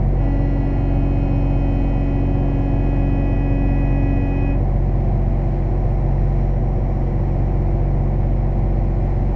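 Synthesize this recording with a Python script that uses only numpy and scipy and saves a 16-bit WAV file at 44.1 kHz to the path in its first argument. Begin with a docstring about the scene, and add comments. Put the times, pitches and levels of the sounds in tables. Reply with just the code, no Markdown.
"""Inside the cab of a parked lorry. The six-cylinder diesel idles: the firings boom, combustion rumbles,
valves and gears clatter the same way every cycle, and the fan hums under a thin hiss.
Over this bed a horn's diaphragm holds one buzzy note for over four seconds, muffled by the cab and
echoed briefly by the lot. Its pitch sags a little, its ringing overtones grow, and single ones fade
and return. A faint, thin whistle comes up after it stops."""
import sys
import numpy as np
from scipy import signal
from scipy.fft import rfft, irfft
from scipy.io import wavfile
from scipy.ndimage import uniform_filter1d

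SR = 44100
rng = np.random.default_rng(int(sys.argv[2]) if len(sys.argv) > 2 else 0)


def master(y):
    """Save y as 16-bit WAV."""
    cut = np.clip(np.atleast_2d(y).T, -1, 1)
    pcm = np.round(cut * 32767)  # scale
    wavfile.write(sys.argv[1], SR, pcm.astype(np.int16))


N = 412335
TIME = np.arange(N) / SR
CYLINDERS, FIRING_HZ = 6, 46.165  # the governor holds the idle steady


def undb(db):
    """Decibels to gain."""
    return 10 ** (np.asarray(db) / 20)


def drift(rate_hz):
    """Smooth random modulation of spread 1, heading for a new value rate_hz times a second."""
    hold = int(SR / rate_hz)
    steps = np.repeat(rng.standard_normal(N // hold + 1), hold)
    smooth = uniform_filter1d(uniform_filter1d(steps, hold), hold)[:N]
    return smooth / np.std(smooth)


def tone(turns):
    """A sine of rms 1 with a random starting phase."""
    return np.sqrt(2) * np.sin(2 * np.pi * (turns + rng.random()))


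def equalise(x, curve, skirt_db_per_octave=48):
    """Shape white sound to a curve of (freq_hz, density_db) rows, rolling off past both ends."""
    freq_hz, density_db = np.transpose(curve)
    knots = np.log2(freq_hz)
    octave = np.log2(np.maximum(np.arange(N // 2 + 1) * SR / N, 1))
    octaves_outside = np.abs(octave - np.clip(octave, knots[0], knots[-1]))
    gain = undb(np.interp(octave, knots, density_db) - skirt_db_per_octave * octaves_outside)
    return irfft(rfft(x) * gain, N) * np.sqrt(SR / 2)


def firing_pulse(cycle, depth, decay):
    """An envelope of rms 1 that kicks at each firing; decay is a share of the gap to the next."""
    pulse = 1 + depth * np.exp(-(cycle * CYLINDERS % 1) / decay)
    return pulse / np.sqrt(np.mean(pulse ** 2))


def cycle_loop(cycle, low_cut_hz):
    """A loop of noise that comes round with each engine cycle, its lows cut."""
    size = int(N / cycle[-1])
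    loop = rng.standard_normal(size)[(cycle % 1 * size).astype(int)]
    return signal.sosfilt(signal.butter(4, low_cut_hz, "high", fs=SR, output="sos"), loop)


# The engine's drone in the cab; an order is a multiple of the four-stroke cycle rate.
# order, level_db
ENGINE_TONES = [(2, -42.5), (6, -19.5), (12, -27.0), (14, -32.5), (16, -38), (18, -26.5), (20, -42.5),
                (24, -36.5), (27, -41), (30, -37.5), (36, -43.5), (42, -40.5), (44, -43), (46, -41.5),
                (48, -40.5), (63, -46), (66, -52.5), (72, -49), (75, -47), (86, -58.5), (87, -46.5),
                (92, -50), (96, -50.5), (99, -51.5), (102, -53), (114, -56.5)]
def engine_tones(cycle, from_order=0, below_order=np.inf, waver_db=0.97):
    """A band of tones locked to the crank; the higher ones waver more."""
    out = 0
    for order, level_db in ENGINE_TONES:
        if from_order <= order < below_order:
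            wobble_db = waver_db * np.sqrt(order / (2 * CYLINDERS)) * drift(5)
            out = out + undb(level_db + wobble_db) * tone(order * cycle)
    return out


def boom(cycle, gain_db=0.29):
    """The low end: firings and crank turns shake the cab."""
    return undb(gain_db) * engine_tones(cycle, below_order=55)


# The body of the engine noise in the cab, for both rumble and clatter.
# freq_hz, density_db
ENGINE_NOISE_EQ = [(10, -70.5), (25, -59.5), (50, -53), (110, -51.5), (170, -55.5), (240, -56.5),
                   (300, -60.5), (370, -59), (425, -64.5), (500, -61.5), (620, -63), (750, -61.5),
                   (860, -68.5), (1050, -73.5)]
def rumble(cycle, combustion_db=-0.82, lumpy_db=-3, lumpy_top_hz=280):
    """Combustion noise, different at every firing, over the lumpy beat of unequal cylinders."""
    combustion = rng.standard_normal(N) * undb(combustion_db + 0.32 * drift(6.5))
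    combustion *= firing_pulse(cycle, depth=0.21, decay=0.37)
    high_cut = signal.butter(4, lumpy_top_hz, fs=SR, output="sos")
    lumpy = signal.sosfilt(high_cut, cycle_loop(cycle, low_cut_hz=127))
    return equalise(combustion + undb(lumpy_db) * lumpy, ENGINE_NOISE_EQ)


def clatter(cycle, loop_db=-4):
    """Valves and gears rattle the same way every cycle, each cylinder as strongly as the next."""
    rattle = engine_tones(cycle, from_order=55)
    rattle += undb(loop_db) * equalise(cycle_loop(cycle, low_cut_hz=434), ENGINE_NOISE_EQ)
    firing_gap = int(N / cycle[-1] / CYLINDERS)
    power = uniform_filter1d(rattle ** 2, firing_gap // 2)
    return rattle * np.sqrt(np.mean(power) / power)  # ride the level flat


def fan(shaft_hz=18.83, shaft_db=-36, blade_db=-31.5, blades=6):
    """The cooling fan shakes once a turn and hums as its blades pass, beating against the engine."""
    turns = np.cumsum(shaft_hz + 0.045 * drift(2)) / SR
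    shake = undb(shaft_db) * tone(turns)
    hum = undb(blade_db + 0.69 * drift(3.7)) * tone(blades * turns)
    return shake + hum


# The airy top of the engine bed.
# freq_hz, density_db
HISS_EQ = [(1050, -84.5), (1300, -81.5), (1600, -83.5), (1950, -78.5), (2400, -83.5), (2750, -92),
           (3200, -95), (3600, -101.8), (4150, -96.5), (4650, -103.2), (5250, -100.0), (6300, -105.9),
           (7300, -108.5), (8200, -117.5)]
def hiss(cycle):
    """Air and injectors hiss, throbbing faintly with the firings."""
    throb = firing_pulse(cycle, depth=0.15, decay=0.3)
    return equalise(rng.standard_normal(N) * throb * undb(0.44 * drift(6)), HISS_EQ)


# Dips and swells of single horn overtones while the note is held.
# centre_s, harmonic, half_width_s, change_db
OVERTONE_FADES = [(.4, 7, .18, 2.5), (0.502, 9, 0.42, -6.5), (.5, 11, 0.42, -6.5), (.6, 19, .7, -7),
                  (1.247, 7, 0.4, -12.5), (1.8, 6, .44, -13.5), (2.45, 9, .4, -5), (2.52, 8, 0.21, -14.5),
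                  (2.55, 7, .48, -7), (3.901, 7, .35, 1.5), (4.45, 9, .18, 3)]
def overtone_fade_db(harmonic):
    """The level one harmonic loses or gains in slow, bell-shaped fades and swells."""
    return sum(change_db * np.exp(-((TIME - centre_s) / half_width_s) ** 2)
               for centre_s, number, half_width_s, change_db in OVERTONE_FADES if number == harmonic)


# The horn's timbre through the cab, early and late in the blast.
# harmonic, early_db, late_db
HORN_TIMBRE = [(1, -29, -28), (2, -41.5, -42), (3, -49, -46), (4, -68, -63.5), (5, -57.5, -62),
               (6, -58, -53.5), (7, -51.5, -49.5), (8, -59, -63.5), (9, -50, -46.5), (10, -61.5, -68),
               (11, -59, -63), (12, -76.5, -71.5), (13, -78.5, -79.5), (14, -78, -82), (15, -70.5, -79.5),
               (16, -78, -84), (17, -81, -85), (18, -80, -79.5), (19, -70, -73.5), (20, -77, -80),
               (21, -82, -81.5), (22, -84.5, -89), (23, -89.5, -93), (24, -83, -83.5), (25, -88.5, -87.5)]
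def horn(start_s=0.16, stop_s=4.52, pitch_hz=279.9, sag_hz_per_s=0.28, gain_db=1.0,
         bite_s=0.05, build_s=0.08, release_s=0.14, dull_hz=2100, waver_db=3.5):
    """A diaphragm buzzes at once and the pipe's low resonance builds behind it; the top dies first."""
    age_s = np.maximum(TIME - start_s, 0)
    overshoot_hz = 4 * np.exp(-age_s / 0.0598)  # the note catches slightly sharp
    jitter_hz = 0.14 * drift(40)
    turns = np.cumsum(pitch_hz - sag_hz_per_s * age_s + overshoot_hz + jitter_hz) / SR
    morph = np.interp(TIME, [0.98, 3.9], [0, 1])  # early timbre to late
    out = 0
    for harmonic, early_db, late_db in HORN_TIMBRE:
        level_db = gain_db + early_db + morph * (late_db - early_db) + overtone_fade_db(harmonic)
        wobble_db = waver_db * (harmonic / len(HORN_TIMBRE)) ** 2 * drift(2.6)
        attack = np.clip(age_s / (bite_s + build_s / harmonic), 0, 1)
        fall_s = release_s / (1 + (harmonic * pitch_hz / dull_hz) ** 2)
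        release = np.clip(1 - (TIME - stop_s) / fall_s, 0, 1)
        out = out + undb(level_db + wobble_db) * attack * release * tone(harmonic * turns)
    return out


def lot_echo(x, t60_s=0.56, wet_db=-19):
    """Trailers and tarmac add a faint, short tail to the sound."""
    tail = rng.standard_normal(SR) * undb(-60 * TIME[:SR] / t60_s)
    return x + undb(wet_db) * signal.fftconvolve(x, tail / np.linalg.norm(tail))[:N]


# The whistle's fader curve.
# time_s, level_db
WHISTLE_FADER = [(4.5, -92.5), (5.8, -78.5), (6.7, -73.5), (7.6, -78.5), (9.3, -85)]
def whistle(pitch_hz=5679, waver_hz=4):
    """A thin whistle of air that swells late and eases off."""
    level_db = np.interp(TIME, *np.transpose(WHISTLE_FADER))
    return undb(level_db) * tone(np.cumsum(pitch_hz + waver_hz * drift(13)) / SR)


def scene():
    """The idling engine lays the bed; the horn sounds over it, then the whistle comes up."""
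    cycle = FIRING_HZ * TIME / CYLINDERS  # four-stroke cycles elapsed
    bed = boom(cycle) + rumble(cycle) + clatter(cycle) + fan() + hiss(cycle)
    return (bed + lot_echo(horn()) + whistle())[None]


def record(dry, top_hz=8500):
    """A small dashboard microphone with little treble."""
    return signal.sosfilt(signal.ellip(8, 0.2, 70, top_hz, fs=SR, output="sos"), dry)


dry = scene()
out = record(dry)
master(out)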